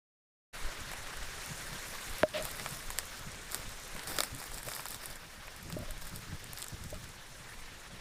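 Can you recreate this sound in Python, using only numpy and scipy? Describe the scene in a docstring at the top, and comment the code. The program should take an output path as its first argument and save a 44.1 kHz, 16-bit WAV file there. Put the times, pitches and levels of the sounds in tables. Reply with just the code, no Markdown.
"""Slow steps on a forest floor

Someone steps slowly over dry twigs and needle litter, a small recorder in hand. Twigs snap as short
noise bursts, litter crackles as thousands of tiny clicks, and a hollow thing is knocked and rubbed so
that it rings. A far rush (wind in the crowns or a stream) is smooth filtered noise; the hand and air
rumble on the microphone as low noise. Gain control turns the sound down after loud peaks."""
import sys
import numpy as np
from scipy import signal
from scipy.io import wavfile
from scipy.ndimage import uniform_filter1d

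SR = 44100
rng = np.random.default_rng(int(sys.argv[2]) if len(sys.argv) > 2 else 0)


def pcm_store(signal):
    """Save signal as 16-bit PCM."""
    levels = np.round(np.clip(np.atleast_2d(signal), -1, 1) * 32767)
    wavfile.write(sys.argv[1], SR, levels.astype(np.int16).T)


N = 353064

START_S = 0.528   # the sound is switched on here
TOP_STOP_HZ = 16200   # nothing audible is left above this

# Far rush over time: [t/s, body level/dB, treble against body/dB, extra air against treble/dB]
RUSH_LEVELS = [(0.55, -46, -6.5, -4), (1.2, -47, -5.5, -5), (1.5, -46.5, -2.5, -9),
               (1.8, -46.5, -3.5, -3.5), (2.2, -46, -4, 0.5), (2.8, -48.5, -3, -2), (3.3, -49.5, -4.5, -33),
               (3.85, -49.5, -3, -13), (4.0, -47.5, -7, 0), (4.3, -50, -3.5, -5), (4.9, -51.5, -3.5, 2),
               (5.25, -52.5, -7.5, -6), (5.9, -52, -6.5, -16), (6.5, -52, -4.5, -16), (7.0, -53.5, -4, -9),
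               (8.0, -52, -6, -6)]
# Colour of the rush's body: [f/Hz, level per Hz/dB]
RUSH_BODY_COLOUR = [(88, -28), (150, -7), (351, -3), (478, 0), (546, 13.5), (596, -16), (710, -2),
                    (1710, 2), (2620, -3), (5000, -6), (6500, -41), (11000, -120)]
# Colour of the rush's treble: [f/Hz, level per Hz/dB]
RUSH_TREBLE_COLOUR = [(3500, 10), (4400, -13), (5400, 3.5), (6600, 4), (8000, 2), (10700, -3.5),
                      (13000, -12.5), (15800, -8.5)]

# Hand and air on the microphone, before gusts: [t/s, deep rumble level/dB, upper rumble level/dB]
RUMBLE_LEVELS = [(0.55, -55, -59), (1.5, -52.5, -56), (2.5, -55, -55), (3.4, -50.5, -57.5), (4.3, -52, -60),
                 (5.0, -52, -60.5), (5.5, -60, -58.5), (5.7, -51.5, -53), (6.5, -52.5, -58),
                 (7.0, -56, -54), (7.15, -55.5, -58), (8.0, -53.5, -56)]
# The hand jolts the recorder: [middle t/s, time from middle to either end/s, deep level/dB, upper level/dB]
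HAND_JOLTS = [(0.66, .06, -33, -55), (0.817, .1, -48.5, -55), (1.23, 0.1, -34.5, -64),
              (1.33, .07, -41.5, -68), (1.522, 0.059, -57, -46.5), (1.724, 0.082, -45, -47),
              (2.124, 0.074, -42.5, -69), (2.24, .05, -53, -44), (2.434, 0.063, -46, -49),
              (2.65, 0.036, -54, -49), (2.73, 0.046, -51, -50), (2.882, 0.047, -42, -54),
              (3.014, 0.074, -46, -53), (3.27, 0.081, -52, -49.5), (3.665, 0.057, -50, -49.5),
              (3.96, 0.075, -45, -55), (4.123, 0.11, -50, -50), (4.353, 0.07, -44.5, -47),
              (4.552, 0.11, -49, -52.5), (4.681, 0.036, -52, -48), (5.125, 0.057, -47, -70),
              (5.664, 0.05, -52, -49), (5.747, .04, -56, -44), (5.808, 0.044, -49, -42.5),
              (5.907, 0.11, -39, -67), (6.056, 0.067, -41.5, -50), (6.165, 0.099, -64, -47),
              (6.317, 0.068, -51, -43.5), (6.45, 0.055, -60, -47.5), (6.737, 0.046, -60, -47.5),
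              (6.84, 0.084, -58, -45), (6.948, 0.069, -46, -48)]
GUST_DB, GUST_SPEED_HZ = 2.5, 4.9

# Twigs that snap: [t/s, woody level/dB, crack level/dB, crack peak/octaves above CRACK_BASE_HZ]
TWIG_SNAPS = [(0.9161, -36, -36, 1.3), (0.9342, -34, -38, 1.1), (1.1706, -53, -37, 1),
              (1.461, -57, -33, 1.2), (1.5779, -52, -37, .8), (1.73, -37, -37, .1), (1.8845, -54, -36, 1.6),
              (2.0973, -48, -40, 0.73), (2.1836, -43, -30.5, 1.7), (2.2877, -65, -32, 0.58),
              (2.4246, -58, -29, 1.1), (2.4471, -58, -33, 1.2), (2.4528, -34, -26, 1.5),
              (2.514, -63, -33, 1.5), (2.5971, -33.5, -32, 0.38), (2.6609, -25.5, -31, .5),
              (2.69, -58, -34, 1.3), (2.9038, -33.5, -28.5, .9), (2.9115, -45, -35, 1.7),
              (2.9865, -26, -20, 0.71), (3.5138, -54, -35, .6), (3.52, -54, -29, 1.1),
              (3.5454, -29.5, -21.5, 1.2), (3.6922, -60, -33.5, .6), (3.964, -35.5, -39, 1.4),
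              (3.9939, -38, -30.5, .2), (4.0735, -38, -28, 0.7), (4.1862, -22.5, -21.5, 0.22),
              (4.205, -22, -19, 0.18), (4.235, -26.5, -23.5, .9), (4.2482, -42, -38, 1.6),
              (4.3486, -62, -33.5, 1.1), (4.3867, -44, -40, 1.4), (4.416, -36, -42, .9),
              (4.4262, -38, -38, 1.4), (4.4399, -38, -35, 1.1), (4.5173, -39, -37, 1.3),
              (4.5436, -57, -34, 1), (4.5757, -40, -35, 1.0), (4.5824, -42, -31.5, 0.46),
              (4.6308, -38, -34, 1.2), (4.6858, -31.5, -30.5, 1.1), (4.7012, -59, -34, 1.2),
              (4.717, -33, -33, 0.42), (4.7247, -46, -35, 1.5), (4.7361, -55, -32, .1),
              (4.7503, -61, -27, 1.9), (4.7642, -34.5, -32, 1.4), (4.7948, -32, -46, .9),
              (4.8556, -33.5, -30, 1.2), (4.8665, -39, -32.5, .1), (4.8846, -63, -28, 1.8),
              (4.9063, -62, -31, 1.6), (4.9177, -45, -33, .9), (4.945, -42.5, -29, 0.53),
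              (5.0576, -49, -29.5, 1.35), (5.1574, -64, -38, .9), (5.4807, -37, -56, .9),
              (5.6281, -57, -39, 1.7), (5.7009, -38.5, -37.5, 1.3), (5.725, -42, -29, 0.27),
              (5.908, -47, -32.5, 1.3), (6.0194, -46, -37, 0.4), (6.1606, -48, -31.5, 1.23),
              (6.4423, -44, -36.5, 1.1), (6.533, -42, -30.5, 1.5), (6.5745, -54, -32.5, 0.36),
              (6.586, -48, -29, 1.8), (6.6194, -57, -29, 0.76), (6.6257, -46, -27, 0.49),
              (6.6428, -48, -32, 0.93), (6.6651, -39.5, -38, 0.74), (6.6835, -65, -33, 1),
              (6.8387, -62, -34.5, 0.57), (6.9023, -56, -37, 0.57), (6.9439, -56, -38, 0.63)]
# Parts of one snap, first the woody band, then the crack bands: [low f/Hz, high f/Hz, time to fall 60 dB/s]
SNAP_BANDS = [(550, 2600, .014), (3000, 5800, .008), (6800, 9300, .007), (9800, 14000, .005)]
CRACK_BASE_HZ = 4200
FIRST_FIBRE = 4.5   # height of the opening spike of a snap against its tearing noise
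# Cracks louder than BROAD_FROM_DB spread wider; at BROADEST_DB all crack bands are equally loud,
# while the woody band keeps its own level
CRACK_FALL_DB_PER_OCTAVE, BROAD_FROM_DB, BROADEST_DB = 12.0, -29.5, -15

# Feet crush and brush the litter, before flutter:
# [start t/s, held/s, bright swish level/dB, dull crunch level/dB]
FOOTSTEPS = [(2.33, 0.067, -57, -46), (2.43, 0.022, -47, -51), (2.53, 0.24, -53, -56.5),
             (3.1, 0.084, -59, -69), (3.49, 0.057, -51, -53), (3.59, .01, -53, -50),
             (4.061, 0.16, -45.5, -47), (4.37, 0.083, -55, -57), (4.52, .02, -51, -62),
             (4.65, 0.14, -49, -53.5), (4.88, 0.051, -51, -54), (5.0, 0.12, -55.5, -55.5),
             (5.75, 0.035, -74, -62), (6.0, 0.15, -56, -64), (6.55, 0.11, -58.5, -63)]
# Colour of the bright swish: [f/Hz, level per Hz/dB]
SWISH_COLOUR = [(3000, 0.5), (3800, -18.5), (5300, 0.5), (6600, -23), (7800, -7.5), (10500, -5.5),
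                (13000, -20.5), (15800, 5)]
PRESS_S, SETTLE_DB_PER_S, STEP_FLUTTER_DB = 0.019, 298, 2.5
# A snap shakes the litter: swish against its crack level, crunch against its woody level
SHAKE_SWISH_DB, SHAKE_CRUNCH_DB, SHAKE_FADE_DB_PER_S = -22.5, -20, 503
# Faint stirring that goes on under the steps
STIR_SPAN_S, STIR_SWISH_DB, STIR_CRUNCH_DB = (1.4, 7.1), -62.5, -68

# Small ticks come at random, more often when the swish is louder
TICKS_MOST_PER_S, TICKS_MOST_AT_SWISH_DB = 60, -49.5
TICK_CRACK_DB, TICK_WOODY_DB, TICK_SPREAD_DB = -42, -50.5, 3.5

# Knocks on the hollow thing, before its filters: [t/s, push level/dB, contact/s, kick to the cavity/dB]
HOLLOW_KNOCKS = [(2.2324, -6.5, 0.00018, -10), (3.95, -34, 0.0034, -43), (4.116, -37, 0.0015, -48),
                 (4.1868, -26, 0.0014, -37), (4.675, -35, 0.0017, -36), (5.7665, -25.5, 0.0025, -33),
                 (6.9261, -36, 0.0019, -35)]
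# Strokes that rub it, before shaping: [start t/s, end t/s, drive of the cavity/dB, scratch level/dB]
HOLLOW_RUBS = [(2.335, 2.42, -57, -37), (5.79, 5.85, -70, -62), (5.875, 5.9, -69, -62)]
# Tones of its cavity: [f/Hz, level/dB, time to fall 60 dB/s]
CAVITY_TONES = [(280, -10, .014), (616, 0, .068)]
RING_LAG_S = 0.00242   # the cavity answers after the push


def amp(db):
    """Turn decibels into a plain gain."""
    return 10 ** (np.asarray(db) / 20)


def rms_one(x):
    """Scale a sound to an rms of 1."""
    return x / np.sqrt(np.mean(x ** 2) + 1e-20)


def in_time(rows):
    """Join the points of a time table with straight lines, one curve per column."""
    s, *columns = np.transpose(rows)
    return [np.interp(np.arange(N) / SR, s, column) for column in columns]


def band(x, lo_hz, hi_hz):
    """Keep mainly what lies between two frequencies."""
    edges = [lo_hz, min(hi_hz, .45 * SR)]
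    return signal.sosfilt(signal.butter(2, edges, "band", fs=SR, output="sos"), x)


def drift(speed_hz):
    """Make a wandering random curve of rms 1: smoothed noise, worked out at every 40th sample."""
    r = np.exp(-2 * np.pi * speed_hz * 40 / SR)
    noise = rng.standard_normal(N // 40 + 2002)
    slow = signal.lfilter([1], [1, -2 * r, r * r], noise)[2000:]   # drop the filter's start-up
    return np.interp(np.arange(N) / 40, np.arange(len(slow)), rms_one(slow))


def ring(x, hz, t60):
    """Drive a fading tone: a unit click sets a sine going from height 1."""
    r, w = amp(-60 / (t60 * SR)), 2 * np.pi * hz / SR
    return signal.lfilter([0, np.sin(w)], [1, -2 * r * np.cos(w), r * r], x + 1e-18)


def banded_noise(colour, flicker_db, source=None):
    """Colour noise (or grains) in third-octave bands that flicker partly together; rms 1."""
    hz, level_db = np.transpose(colour)
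    band_count = round(3 * np.log2(hz[-1] / hz[0])) + 1
    edges = np.geomspace(hz[0], hz[-1], band_count + 1)
    source = rng.standard_normal((2, N)) if source is None else source
    together = drift(36.0)
    out = 0
    for k, (low, high) in enumerate(zip(edges, edges[1:])):
        centre_db = np.interp(np.log(low * high) / 2, np.log(hz), level_db)
        flicker = flicker_db * (0.75 * together + drift(19.0))
        out = out + amp(centre_db + flicker) * band(source[k % len(source)], low, high)
    return rms_one(out)


def rush():
    """A smooth far roar; its treble opens and closes as the hand turns the microphone."""
    level_db, treble_db, air_db = in_time(RUSH_LEVELS)
    body = banded_noise(RUSH_BODY_COLOUR, flicker_db=1.48)
    treble = banded_noise(RUSH_TREBLE_COLOUR, flicker_db=1.5)
    treble = treble + amp(air_db) * band(treble, 8900, 18700)
    return amp(level_db) * (body + amp(treble_db) * treble)


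def rumble():
    """Low noise in a deep and an upper layer; it gusts at random and swells with each jolt."""
    t = np.arange(N) / SR
    power = np.array([amp(level_db + GUST_DB * drift(GUST_SPEED_HZ)) ** 2
                      for level_db in in_time(RUMBLE_LEVELS)])
    for s, length, *levels_db in HAND_JOLTS:
        near = slice(round((s - length) * SR), round((s + length) * SR))
        swell = np.cos(np.pi / 2 * (t[near] - s) / length) ** 4
        power[:, near] += amp(levels_db)[:, None] ** 2 * swell
    deep = rms_one(band(rng.standard_normal(N), 6, 28))
    upper = rms_one(band(rng.standard_normal(N), 45, 170) * amp(2.5 * drift(25)))
    return np.sqrt(power[0]) * deep + np.sqrt(power[1]) * upper


def snaps(rows):
    """Fibres part in a burst of a few milliseconds; the woody low part dies last."""
    s, woody_db, crack_db, octave = np.transpose(rows)
    length = 900   # samples given to each snap
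    t = np.arange(length) / SR
    tearing = rng.standard_normal((len(s), len(SNAP_BANDS), length))
    # the opening spike points the same way in every band
    tearing[:, :, 0] = FIRST_FIBRE * np.sign(tearing[:, :1, 0])
    narrowness = np.clip((BROADEST_DB - crack_db) / (BROADEST_DB - BROAD_FROM_DB), 0, 1)
    fall_db = CRACK_FALL_DB_PER_OCTAVE * narrowness
    bursts = 0
    for k, (lo_hz, hi_hz, t60) in enumerate(SNAP_BANDS):
        octaves_away = np.abs(np.log2(np.sqrt(lo_hz * hi_hz) / CRACK_BASE_HZ) - octave)
        level_db = woody_db if k == 0 else crack_db - fall_db * octaves_away
        fading = tearing[:, k] * amp(-60 * t / t60)
        burst = band(band(fading, lo_hz, hi_hz), lo_hz, hi_hz)
        # height of the loudest 50 samples, taken as a sine
        top = np.sqrt(np.max(uniform_filter1d(burst ** 2, size=50), axis=1) * 2)
        bursts = bursts + (amp(level_db) / top)[:, None] * burst
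    out = np.zeros(N + length)
    first = np.round(s * SR).astype(int)
    np.add.at(out, first[:, None] + np.arange(length), bursts)
    return out[:N]


def tread():
    """Swish and crunch gains: each step presses down, holds and settles; each snap shakes the litter."""
    t = np.arange(N) / SR
    stirring = (t > STIR_SPAN_S[0]) & (t < STIR_SPAN_S[1])
    power = amp([[STIR_SWISH_DB], [STIR_CRUNCH_DB]]) ** 2 * stirring
    for start, held, *levels_db in FOOTSTEPS:
        first = round(start * SR)
        since = t[first:first + SR // 2] - start
        press = np.clip(since / PRESS_S, 0, 1)
        settle = amp(-SETTLE_DB_PER_S * np.maximum(since - PRESS_S - held, 0))
        power[:, first:first + len(since)] += (amp(levels_db)[:, None] * press * settle) ** 2
    s, woody_db, crack_db, _ = np.transpose(TWIG_SNAPS)
    shaken = np.zeros((2, N))
    shaken_db = [crack_db + SHAKE_SWISH_DB, woody_db + SHAKE_CRUNCH_DB]
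    shaken[:, np.round(s * SR).astype(int)] = amp(shaken_db) ** 2
    fade = amp(-2 * SHAKE_FADE_DB_PER_S / SR)   # twice, because this is power
    power += signal.lfilter([1], [1, -fade], shaken + 1e-18)
    return np.sqrt(power) * amp(STEP_FLUTTER_DB * drift(40))


def litter(swish, crunch, per_s, spread_db):
    """Dense tiny breaks at random merge into a swish: bright needles over duller bark."""
    sizes = amp(spread_db * np.minimum(rng.exponential(1, (4, N)), 4))
    signs = rng.choice([-1, 1], (4, N))
    breaks = rng.random((4, N)) < per_s * amp(2.5 * drift(60)) / SR
    grains = sizes * signs * breaks
    needles = banded_noise(SWISH_COLOUR, 0.87, grains)
    bark = rms_one(band(grains[0], 230, 1980))
    return swish * needles + crunch * bark


def ticks(swish):
    """Small breaks as rows like TWIG_SNAPS: random moments, kept more often under a loud swish."""
    count = round(TICKS_MOST_PER_S * N / SR)
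    s = rng.random(count) * (N - 1) / SR
    chance = swish[(s * SR).astype(int)] / amp(TICKS_MOST_AT_SWISH_DB)
    s = s[rng.random(count) < chance]
    level_db = [TICK_WOODY_DB, TICK_CRACK_DB] + TICK_SPREAD_DB * rng.standard_normal((len(s), 2))
    octave = 2.16 * np.sqrt(rng.random(len(s)))   # high peaks are likelier
    return np.column_stack([s, level_db, octave])


def hollow():
    """A knock is heard as a push, then the cavity rings; rubbing drives the same tones with noise."""
    t = np.arange(N) / SR
    push, drive, scratch = np.zeros(N), np.zeros(N), np.zeros(N)
    for s, push_db, contact, kick_db in HOLLOW_KNOCKS:
        first = round(s * SR)
        touch = np.hanning(round(SR * contact) + 2)   # a softer contact lasts longer
        push[first:first + len(touch)] += amp(push_db) * touch
        drive[first + round(RING_LAG_S * SR)] += amp(kick_db)
    for start, end, drive_db, scratch_db in HOLLOW_RUBS:
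        stroke = np.clip((t - start) / .006, 0, 1) * np.clip((end - t) / .012, 0, 1)
        drive += amp(drive_db + 1.5 * drift(60)) * stroke * rng.standard_normal(N)
        scratch += amp(scratch_db) * stroke * np.clip((end - t) / .04, 0, 1)
    scratch *= rms_one(band(band(rng.standard_normal(N), 1300, 4600), 1300, 4600))
    wall = amp(-22) * ring(push, 1610, 0.0085)   # a hard contact also sets the thin wall ringing
    cavity = sum(amp(db) * ring(drive, hz, t60) for hz, db, t60 in CAVITY_TONES)
    return band(push, 180, 2800) + wall + band(cavity, 99, 850) + scratch


def scene():
    """Everything reaches one microphone in the open, without a room."""
    background = rush() + rumble()
    swish, crunch = tread()
    twigs = snaps(TWIG_SNAPS) + snaps(ticks(swish))
    underfoot = twigs + litter(swish, crunch, per_s=5000, spread_db=2.8)
    return (background + underfoot + hollow())[None]


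def record(dry):
    """Gain control ducks after loud peaks and recovers; the sound fades in fast; the top is cut."""
    t = np.arange(N) / SR
    smooth = [.004], [1, -.996]   # evens out over about 6 ms
    level_db = 10 * np.log10(signal.lfilter(*smooth, dry[0] ** 2) + 1e-12)
    release = 54.0 * t   # the held level falls by 54 dB per second
    held_db = np.maximum.accumulate(level_db + release) - release
    duck_db = -.6 * np.maximum(held_db + 29.5, 0)   # acts above -29.5 dB
    duck_db = signal.lfilter(*smooth, duck_db)
    on = np.clip((t - START_S) / 0.018, 0, 1)
    top_cut = signal.cheby2(12, 60, TOP_STOP_HZ, fs=SR, output="sos")
    return signal.sosfilt(top_cut, dry * amp(duck_db) * on)


dry = scene()
out = record(dry)
pcm_store(out)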